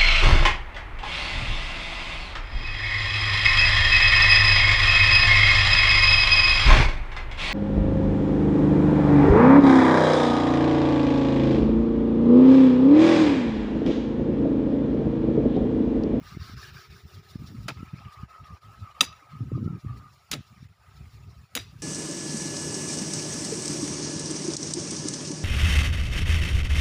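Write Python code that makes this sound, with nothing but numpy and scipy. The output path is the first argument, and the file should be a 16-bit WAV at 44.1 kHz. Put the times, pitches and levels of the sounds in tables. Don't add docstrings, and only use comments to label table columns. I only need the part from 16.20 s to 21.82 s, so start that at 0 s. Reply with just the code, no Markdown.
import sys
import numpy as np
from scipy import signal
from scipy.fft import rfft, irfft, next_fast_len
from scipy.io import wavfile
from scipy.ndimage import uniform_filter1d

SR = 44100
rng = np.random.default_rng(int(sys.argv[2]) if len(sys.argv) > 2 else 0)


def unload_audio(sound):
    columns = np.transpose(np.atleast_2d(sound))
    steps = np.round(np.clip(columns, -1, 1) * 32767)
    wavfile.write(sys.argv[1], SR, steps.astype(np.int16))


def to_linear_factor(level_db):
    exponent = np.asarray(level_db, float) / 20
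    return 10 ** exponent


N = 247842
T = np.arange(N) / SR
COARSE = T[::32]
PIVOT_DB = -62

# pitch_hz, level_db
INSECT_COLOUR = [(13300, -19), (14300, -9), (15000, -5), (16000, -7)]
TRAFFIC_COLOUR = [(230, -25), (420, -11), (700, 0), (1000, -1.5), (1300, -11)]
PUMP_SKIRT_COLOUR = [(900, -29), (1080, 12.5), (1250, 6), (1500, -8), (1700, -18.5)]
# pitch_hz, level_db
LOW_LEAVES_COLOUR = [(900, -20.5), (1300, -3.5), (1650, -4.5), (2100, -4), (2700, -5), (3300, -12.5),
                     (3900, -27)]
HIGH_LEAVES_COLOUR = [(2900, -18), (3600, -4), (4600, -4.5), (5600, -4.5), (6200, -16), (6900, -31)]
RUSTLE_COLOUR = [(5500, -15), (6900, 0.5), (8200, -8), (10300, -7.5), (13400, -12.5), (14500, -9),
                 (16000, -1.5)]
RASP_COLOUR = [(1050, -21), (1300, -4), (1550, 2), (1800, -3.5), (2100, -24.5)]
# pitch_hz, level_db
RUMBLE_COLOUR = [(12, -50), (20, -33.5), (65, 6.5), (141, -3), (248, -21.5), (325, -32.5), (352, -26),
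                 (403, -23.5), (500, -34.5), (650, -68.5), (1100, -120)]
GROWL_COLOUR = [(130, -20.5), (200, 1.5), (300, -5), (420, -16), (600, -31.5)]
# pitch_hz, level_db
SLIDE_COLOUR = [(600, -23.5), (900, -4.5), (1600, 0.5), (2500, -0.5), (3300, -7.5), (4200, -26.5)]
CRUMB_COLOUR = [(180, -37), (300, -4.5), (876, -15), (1230, -3), (1460, -1.5), (3810, -0.5), (4310, -6.5),
                (5910, -8), (8000, -26), (10400, -56.5), (17600, -120)]
SAND_COLOUR = [(5500, -18), (7000, 15.5), (8200, 6.5), (10300, 6.5), (13300, -7), (14700, 2.5),
               (16000, -4.5)]

# time_s, level_db
BREEZE = [(0.0, -57), (0.47, -53), (0.83, -62), (1.49, -64), (1.97, -68.5), (2.55, -67), (2.8, -67),
          (3.22, -69.5), (4.33, -70), (4.43, -64.5), (4.65, -71.5), (4.84, -68.5), (5.31, -69.5),
          (5.62, -65.5)]
# time_s, level_db
CARRY = [(0, -55.5), (.13, -54), (.42, -59.5), (.7, -62), (1.02, -63.5), (1.45, -60), (1.6, -60),
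         (1.95, -51), (2.45, -57), (2.75, -50), (3.25, -59.5), (3.7, -54.5), (3.88, -61), (3.95, -68.5),
         (4.4, -62), (4.5, -62), (4.68, -66), (5.62, -69)]
# time_s, change_db, half_width_ms
PUMP_SWELLS = [(.12, 5, 27), (.28, 6.5, 54), (.41, 12.5, 29), (.62, 4.5, 43), (1.62, 6, 74), (1.83, 1, 50),
               (2.0, 1, 28), (2.15, 4.5, 81), (2.31, 5, 35), (2.52, 3, 33), (2.66, 4.5, 54),
               (2.99, -10, 27), (3.16, 6, 79), (3.26, -8, 25), (3.36, 7, 36), (3.5, 4, 100), (3.62, -9, 19),
               (3.7, 5.5, 40), (3.86, 7.5, 60), (4.021, 4.5, 43), (4.3, 3, 25), (4.7, 4.5, 50),
               (4.999, 0, 81), (5.32, 2, 30)]
# time_s, level_db
ENGINE_LEVEL = [
    (0, -82),
    (.3, -76),
    (.45, -71.5),
    (1.0, -71.5),
    (1.2, -78),
    (1.6, -86),
    (2.2, -82),
    (2.6, -87),
    (5.62, -92),
]
# pitch_hz, level_db
ENGINE_TONES = [
    (183, -3),
    (366, 8.5),
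    (403, 8),
    (438, 3.5),
]
# time_s, level_db
SPURTS = [(.95, -57.5), (1.109, -55.5), (1.276, -54.5), (1.44, -61.5), (1.605, -68), (1.77, -65),
          (1.934, -57.5), (2.105, -66), (2.27, -63), (2.435, -68), (2.605, -61), (3.11, -66),
          (3.445, -63.5), (3.605, -62), (3.779, -59.5), (3.94, -64.5), (4.275, -65), (4.445, -63),
          (4.774, -62.5), (4.945, -66), (5.108, -66.5), (5.6, -62.5)]
# start_s, length_s, level_db
GUSTS = [(0, 0.099, -45.5), (0.1, 0.38, -43), (0.472, 0.14, -45), (0.671, .13, -46), (0.838, 0.033, -36),
         (0.924, 0.1, -40), (1.046, 0.14, -55), (1.146, 0.25, -37), (1.302, 0.22, -35), (1.55, 0.14, -35.5),
         (1.718, .18, -42), (1.965, 0.1, -47), (2.204, 0.043, -38), (2.279, 0.078, -45), (2.445, 0.11, -47),
         (2.567, 0.1, -41), (2.787, 0.13, -43.5), (3.096, 0.25, -43.5), (3.19, 0.1, -30.5),
         (3.306, 0.28, -27), (3.637, 0.14, -32.5), (3.77, .12, -42.5), (3.883, 0.074, -54),
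         (4.104, 0.11, -36.5), (4.298, 0.048, -47), (4.363, 0.16, -45.5), (4.673, 0.23, -48),
         (4.917, 0.34, -44), (5.336, 0.27, -47), (5.517, .1, -44)]
# time_s, peak_db, pitch_hz, length_ms
BUFFETS = [(0.016, -28.5, 158, 5.2), (0.127, -38, 129, 8.5), (0.15, -30, 140, 2.4), (0.171, -18.5, 135, 6),
           (0.172, -25.5, 307, 4.9), (0.222, -37, 120, 11), (0.298, -35, 200, 2.9), (0.338, -29.5, 127, 5),
           (0.359, -29.5, 127, 24), (0.555, -32.5, 115, 9.4), (0.854, -25.5, 111, 7.3),
           (1.158, -19.5, 135, 3), (1.222, -27.5, 165, 4.1), (1.242, -30, 121, 4.7), (1.305, -35, 139, 3),
           (1.35, -29.5, 150, 4), (1.385, -28, 129, 13), (1.461, -27.5, 144, 5.6), (1.522, -34, 130, 5.2),
           (1.58, -47, 109, 9.1), (1.607, -31.5, 165, 4.1), (1.631, -25, 178, 3.6), (1.738, -21, 150, 6.9),
           (1.742, -36, 288, 5.7), (2.035, -23, 116, 4), (2.309, -36, 107, 5.7), (2.626, -28.5, 96, 23),
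           (3.03, -58, 297, 16), (3.137, -37, 150, 7.4), (3.155, -33.5, 160, 5.3), (3.208, -25.5, 191, 3.2),
           (3.218, -23.5, 112, 15), (3.24, -32, 150, 3.5), (3.319, -18.5, 243, 1.76),
           (3.327, -26, 140, 5.5), (3.357, -18, 130.5, 12.5), (3.378, -25, 250, 1.8), (3.42, -31, 150, 5.5),
           (3.428, -18, 188, 5), (3.445, -34, 197.6, 6.1), (3.463, -14, 149, 4.5), (3.478, -15.5, 157, 2.9),
           (3.507, -22, 156, 8.5), (3.535, -27.5, 157, 9), (3.649, -25, 170, 3.1), (3.666, -19.5, 107, 8.9),
           (3.726, -28.5, 109.5, 15.4), (4.194, -30, 130, 5.7), (4.208, -32.5, 126, 4),
           (4.428, -26.5, 115, 3.8), (4.455, -32, 98, 11), (4.81, -33.5, 112, 9)]
# start_s, level_db, fade_ms
SLIDES = [(1.569, -52, 34), (1.663, -52.5, 35), (1.735, -52.5, 17), (1.784, -54, 66), (1.85, -57, 20),
          (1.904, -58, 26), (2.239, -55, 32), (2.631, -65, 49), (3.089, -58.5, 60), (3.671, -59, 40),
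          (3.761, -66, 51), (4.368, -59.5, 140), (4.66, -68, 300), (5.5, -72, 50)]
# start_s, crumbs_db, crumbs_t60_s, sand_db, singing_blade_db
CHOPS = [
    (1.481, -34.5, 0.13, -42, -77),
    (2.807, -35.5, 0.24, -32, -42),
    (4.1142, -34, 0.22, -35, -68),
    (5.352, -38.5, 0.3, -37, -47),
]
# start_s, level_db, rise_s
THUDS = [
    (1.481, -36.5, 0.0085),
    (2.811, -34, 0.0072),
    (4.123, -37.5, 0.013),
    (5.357, -37, 0.0097),
]
BLADE_HZ = [890, 1255, 1870, 2632, 3490, 3818, 4830, 5005, 5750, 5975, 6560, 7280, 10310, 14630]
# level_db, t60_s
BLADE_RING = [(-17.5, 0.0054), (3, 0.028), (-6, 0.027), (-4, 0.043), (-8, 0.03), (1.5, 0.029), (0, 0.018),
              (-12.5, .035), (-4, 0.02), (-10, 0.047), (-5.5, 0.034), (-24.5, 0.049), (-7.5, 0.032),
              (-13, .03)]
# start_s, peak_db, brightness_hz, decay_ms, ring_db
CONTACTS = [(1.4828, -22.5, 1410, 8.7, 0), (1.4852, -25.5, 4450, 7.5, -19), (1.4868, -25, 2660, 1.2, -20),
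            (1.4902, -26.5, 2340, 1.1, -20), (1.4965, -26, 1280, 2.6, -17), (1.5025, -31, 2590, 2.5, -21),
            (1.5075, -33, 910, 3.5, -41), (1.519, -40, 2670, 3, -13), (1.571, -42.5, 1280, 5, -2),
            (1.5715, -55, 2700, 4, -12), (2.8079, -1.5, 3300, 2.6, 6), (2.8111, -7.5, 2980, 2.2, 8.5),
            (2.8175, -21, 5700, 1.3, -22), (2.8275, -25, 940, 2.8, -25), (2.831, -31, 1820, 2.3, -11),
            (2.837, -26, 2530, 1.7, -13), (2.841, -28, 5880, 4, 11), (2.8495, -28, 3800, 2.2, -2),
            (2.863, -39, 4800, 3.2, 5), (2.926, -39, 2630, 5, 10), (4.1132, -22, 6600, 1.9, -16.5),
            (4.1157, -11, 5600, 0.4, -20), (4.1178, -29.5, 3430, 1.5, -9), (4.1205, -27.5, 3500, 2.4, 11),
            (4.125, -31, 5000, 1.5, -10), (4.1305, -18.5, 3900, 1, -12), (4.132, -21, 2860, 0.67, -2),
            (4.1362, -17, 3860, 0.81, 8), (4.137, -25, 2100, 1.9, 3), (4.1402, -23.5, 4300, 1.3, -18),
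            (4.1425, -34, 2900, 1.1, -22), (5.3518, -8.5, 6600, 1.2, -8.5), (5.3526, -20, 5790, 1.13, -32),
            (5.3555, -24, 3000, 2.8, -5), (5.36, -36, 6300, 1.2, -20), (5.3652, -18, 2880, 2, -16),
            (5.366, -23, 7000, 1.2, -20), (5.372, -26, 2110, 1.5, -19), (5.3741, -15, 3800, 0.68, 0),
            (5.377, -23.5, 2100, 2.1, -13)]
# time_s, depth_db, half_width_ms
DUCKS = [(0.016, -4.5, 15), (0.182, -7.5, 22), (0.359, -9.5, 11.4), (0.524, -6, 12), (0.691, -5.5, 13),
         (0.853, -5.5, 23), (1.022, -5, 12), (1.182, -6.5, 6.2), (1.338, -3.5, 13), (1.74, -3.5, 21),
         (2.074, -9, 21.4), (2.234, -4, 15), (2.404, -11.5, 15.6), (2.6, -3, 30), (2.739, -7, 9.8),
         (3.079, -2, 21), (3.26, -1, 16), (3.429, -3, 28), (3.62, -2, 68), (4.482, -7, 7.1),
         (4.53, -6.5, 96), (5.29, -4, 23)]
# pitch_hz, width_hz, level_db
HOUSING = [
    (8070, 390, -9.5),
    (13700, 870, -2),
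    (14900, 1600, 3),
]


def curve(table):
    return np.interp(T, *np.transpose(table))


def fine(slow):
    return np.interp(T, COARSE, slow)


def follow(db, offset_db, slope):
    return PIVOT_DB + offset_db + slope * (db - PIVOT_DB)


def unit(x):
    return x / abs(x).max()


def add(out, s, x):
    i = int(s * SR)
    out[max(i, 0):i + len(x)] += x[max(-i, 0):N - i]


def walk(rate):
    k = int(SR / rate)
    steps = np.repeat(rng.standard_normal(N // k + 1), k)[:N]
    y = uniform_filter1d(uniform_filter1d(steps, k), k)
    return y / y.std()


def grains(scatter_db):
    return rng.standard_normal(N) * to_linear_factor(scatter_db * rng.exponential(size=N))


def colour(x, spectrum):
    hz, db = np.transpose(spectrum)
    size = next_fast_len(N, True)
    bins = np.maximum(np.arange(size // 2 + 1) * SR / size, 1)
    gain = to_linear_factor(np.interp(np.log(bins), np.log(hz), db, left=-90, right=-90))
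    y = irfft(rfft(x, size) * gain, size)[:N]
    return y / y.std()


def patchy(spectrum, spread_db, bins=3, frames=4, scatter_db=0):
    cells = signal.stft(grains(scatter_db), nperseg=512)[2]
    field = rng.standard_normal(cells.shape)
    field = uniform_filter1d(uniform_filter1d(field, bins, axis=0), frames, axis=1)
    noise = signal.istft(cells * to_linear_factor(spread_db * field / field.std()), nperseg=512)[1][:N]
    return colour(noise, spectrum)


def ring(x, hz, t60):
    pole = np.exp(2j * np.pi * hz / SR - np.log(1000) / (t60 * SR))
    return signal.lfilter([1], [1, -pole], x + 0j).imag


def ducking():
    dips = 0
    for s, db, ms in DUCKS:
        side = np.where(COARSE > s, 1.3, .8)
        dips = dips + db * np.exp(-(1000 * (COARSE - s) / ms * side) ** 2)
    return fine(dips)


def insect():
    fade = np.clip((1.45 - T) / .25 + .5, 0, 1)
    return to_linear_factor(-72 + 2.1 * walk(12.4)) * fade * colour(rng.standard_normal(N), INSECT_COLOUR)


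def traffic():
    return to_linear_factor(follow(curve(CARRY), offset_db=-5, slope=0.55)) * patchy(TRAFFIC_COLOUR, 4.1)


def engine():
    turned_s = np.cumsum(1 + 0.0032 * walk(4.4)) / SR
    tones = sum(to_linear_factor(db + 2.3 * walk(27)) * np.sin(2 * np.pi * hz * turned_s) for hz, db in ENGINE_TONES)
    return to_linear_factor(curve(ENGINE_LEVEL)) * tones


def pump():
    pitch_hz, width_hz = 1250, 130
    k = int(SR / width_hz)
    flutter = uniform_filter1d(uniform_filter1d(rng.standard_normal((2, N)), k), k)
    phase = 2 * np.pi * pitch_hz * np.cumsum(1 + 0.023 * walk(12)) / SR
    whine = flutter[0] * np.cos(phase) + flutter[1] * np.sin(phase)
    whine = whine / whine.std() + to_linear_factor(-9) * patchy(PUMP_SKIRT_COLOUR, 4.6)
    swell_db = fine(sum(db * np.exp(-(1000 * (COARSE - s) / ms) ** 2) for s, db, ms in PUMP_SWELLS))
    return to_linear_factor(curve(CARRY) - 0.5 + swell_db + 1.4 * ducking()) * whine


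def leaves():
    breeze_db = curve(BREEZE)
    near = to_linear_factor(follow(breeze_db, offset_db=0.37, slope=0.94))
    far = to_linear_factor(follow(curve(CARRY), offset_db=-6.5, slope=0.71))
    out = np.hypot(near, far) * patchy(LOW_LEAVES_COLOUR, 4.5)
    throb_db = 2.4 * np.cos(2 * np.pi * 5.94 * (T - .1)) * np.clip((.9 - T) / 0.083, 0, 1)
    rasp_db = follow(breeze_db, offset_db=-8.5, slope=1.97)
    out += to_linear_factor(rasp_db + throb_db) * patchy(RASP_COLOUR, 4.5)
    out += to_linear_factor(breeze_db + throb_db + 1.2 * walk(20)) * patchy(HIGH_LEAVES_COLOUR, 3.5)
    rustle_db = follow(breeze_db, offset_db=-9, slope=0.69)
    rustle = to_linear_factor(rustle_db + throb_db - 1.0) + to_linear_factor(-83)
    return out + rustle * to_linear_factor(1.1 * walk(34)) * patchy(RUSTLE_COLOUR, 2.7)


def sprinkler():
    jet = patchy(HIGH_LEAVES_COLOUR, 4.0) + to_linear_factor(-8.5) * colour(rng.standard_normal(N), RUSTLE_COLOUR)
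    spurt_ms = 16.7
    return jet * fine(sum(to_linear_factor(db) * np.exp(-(1000 * (COARSE - s) / spurt_ms) ** 2) for s, db in SPURTS))


def gusts():
    calm_db, edge_s, arch_db, peak_at = -62, 0.024, -5.5, 0.4
    power = to_linear_factor(2 * calm_db)
    for s, length, db in GUSTS:
        nearest_end = np.minimum(COARSE - s, s + length - COARSE)
        shape = np.clip(nearest_end / edge_s + .5, 0, 1) ** 2
        arch = (2 * ((COARSE - s) / length - peak_at)).clip(-1, 1) ** 2
        power = power + shape * to_linear_factor(2 * (db + arch_db * arch))
    return fine(10 * np.log10(power))


def small_eddies(wind_db):
    gap_s = .023
    slot = np.arange(int(N / SR / gap_s) - 1)
    loud, pitch, length = rng.standard_normal((len(slot), 3)).T
    place = (slot + rng.random(len(slot))) * gap_s
    peak_db = wind_db[(place * SR).astype(int)] + 0.5 + 2 * loud
    hz = 115 * np.exp(.17 * pitch)
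    ms = 10 * np.exp(.55 * length - .3 * pitch)
    return np.transpose([place, peak_db, hz, ms])


def wind(under_db, ceiling_db):
    wind_db = gusts()
    rumble_db = np.minimum(wind_db, ceiling_db) + under_db + 5.4 * walk(28)
    out = to_linear_factor(rumble_db) * colour(rng.standard_normal(N), RUMBLE_COLOUR)
    growl_db = follow(wind_db, offset_db=-36, slope=1.664) + 5.1 * walk(45)
    out += to_linear_factor(growl_db) * colour(rng.standard_normal(N), GROWL_COLOUR)
    t = np.arange(-2048, 2048) / SR
    hits = np.vstack([BUFFETS, small_eddies(wind_db)])
    for (s, db, hz, ms), (turn, edge) in zip(hits, rng.random((len(hits), 2))):
        swing = np.exp(-(1500 * t / ms) ** 2) * np.cos(2 * np.pi * (hz * t + turn))
        sharp = np.exp(-(2300 * t / ms) ** 2) * np.cos(2 * np.pi * (2.1 * hz * t + edge))
        add(out, s + t[0], to_linear_factor(db) * (swing + to_linear_factor(-19) * sharp))
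    return out


def slides():
    fall = 0
    for s, db, ms in SLIDES:
        fall = fall + to_linear_factor(db) * (COARSE > s) * np.exp(-1000 * (COARSE - s).clip(0) / ms)
    return fine(fall) * to_linear_factor(2.5 * walk(74)) * patchy(SLIDE_COLOUR, 5.9, frames=2, scatter_db=2.5)


def singing_blade():
    singing = 0
    for hz, (db, _) in zip(BLADE_HZ[3:10], BLADE_RING[3:10]):
        singing = singing + to_linear_factor(.5 * db + 2.5 * walk(40)) * ring(grains(1.8), hz, .07)
    return singing / singing.std()


def soil():
    singing = singing_blade()
    crumbs = patchy(CRUMB_COLOUR, 1.7, frames=2, scatter_db=-1.0)
    sand = colour(grains(0.63), SAND_COLOUR)
    thud = colour(rng.standard_normal(N), [(120, -16.0), (250, 6), (400, -2.0), (700, -4.5), (1100, -21.5)])
    out = np.zeros(N)
    for (s, crumbs_db, t60, sand_db, sing_db), (thud_s, thud_db, rise) in zip(CHOPS, THUDS):
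        age = np.maximum(T - s, 0)
        start = 1 - np.exp(-age / 0.00081)
        out += start * to_linear_factor(crumbs_db - 60 * age / t60 + 2.6 * walk(70)) * crumbs
        out += start * to_linear_factor(sand_db - 60 * age / (0.53 * t60) + 2.2 * walk(99)) * sand
        sing_fade = to_linear_factor(-60 * age / 0.4) + to_linear_factor(8.5 - 60 * age / 0.17)
        out += start * to_linear_factor(sing_db) * sing_fade * singing
        swell = np.maximum(T - thud_s, 0) / rise
        out += to_linear_factor(thud_db) * swell * np.exp(1 - swell) * thud
    return out


def crack(t, db, hz, ms):
    bite_s = .0003
    burst = rng.standard_normal(len(t)) * (1 - np.exp(-t / bite_s)) * np.exp(-1000 * t / ms)
    burst[int(bite_s * SR)] += 2.5
    broad_t60, narrow_t60 = 2.6 / hz, 21 / hz
    body = unit(ring(ring(burst, hz, broad_t60), hz, broad_t60))
    chip = unit(ring(burst, hz, narrow_t60))
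    octaves = np.log2(hz / 3300)
    edge_db = -16.5 + .45 * max(db + 21, 0) + 18.5 * max(octaves, 0) + 16 * min(octaves, 0)
    edge = unit(signal.lfilter([1, -.6], [1, -0.11], burst))
    return body + to_linear_factor(-1.5) * chip + to_linear_factor(edge_db) * edge


def knock(t, hz, ms):
    tones = 0
    for mode_hz, (db, t60) in zip(BLADE_HZ, BLADE_RING):
        lot = rng.standard_normal()
        struck_db = db + 0.8 * lot - 6.7 * abs(np.log2(mode_hz / hz))
        fade_db = 60 * t / t60 / np.clip(ms / 3, .45, 1)
        tones = tones + to_linear_factor(struck_db - fade_db) * np.sin(2 * np.pi * mode_hz * t + 9 * lot)
    return tones * (1 - np.exp(-t / 0.0008))


def blade():
    out, t = np.zeros(N), np.arange(4096) / SR
    for s, db, hz, ms, ring_db in CONTACTS:
        sound = unit(crack(t, db, hz, ms)) + to_linear_factor(ring_db) * unit(knock(t, hz, ms))
        add(out, s, to_linear_factor(db) * unit(sound))
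    return signal.sosfilt(signal.butter(2, 750, "high", fs=SR, output="sos"), out)


def scene():
    far = insect() + traffic() + engine() + pump()
    garden = leaves() + sprinkler() + wind(under_db=-2.5, ceiling_db=-45.5)
    hoe = slides() + soil() + blade()
    return (far + garden + hoe)[None]


def roll_off(x):
    return signal.sosfilt(signal.butter(12, 16860, fs=SR, output="sos"), x)


def record(dry):
    dry = signal.sosfilt(signal.butter(2, 60, "high", fs=SR, output="sos"), dry)
    for hz, width_hz, db in HOUSING:
        dry = dry + (to_linear_factor(db) - 1) * signal.lfilter(*signal.iirpeak(hz, hz / width_hz, SR), dry)
    dry = signal.sosfilt(signal.ellip(6, .5, 26, 15400, fs=SR, output="sos"), dry)
    dry = signal.sosfilt(signal.ellip(8, .5, 50, 16800, fs=SR, output="sos"), dry)
    return roll_off(dry * to_linear_factor(ducking()))


dry = scene()
out = record(dry)
unload_audio(out)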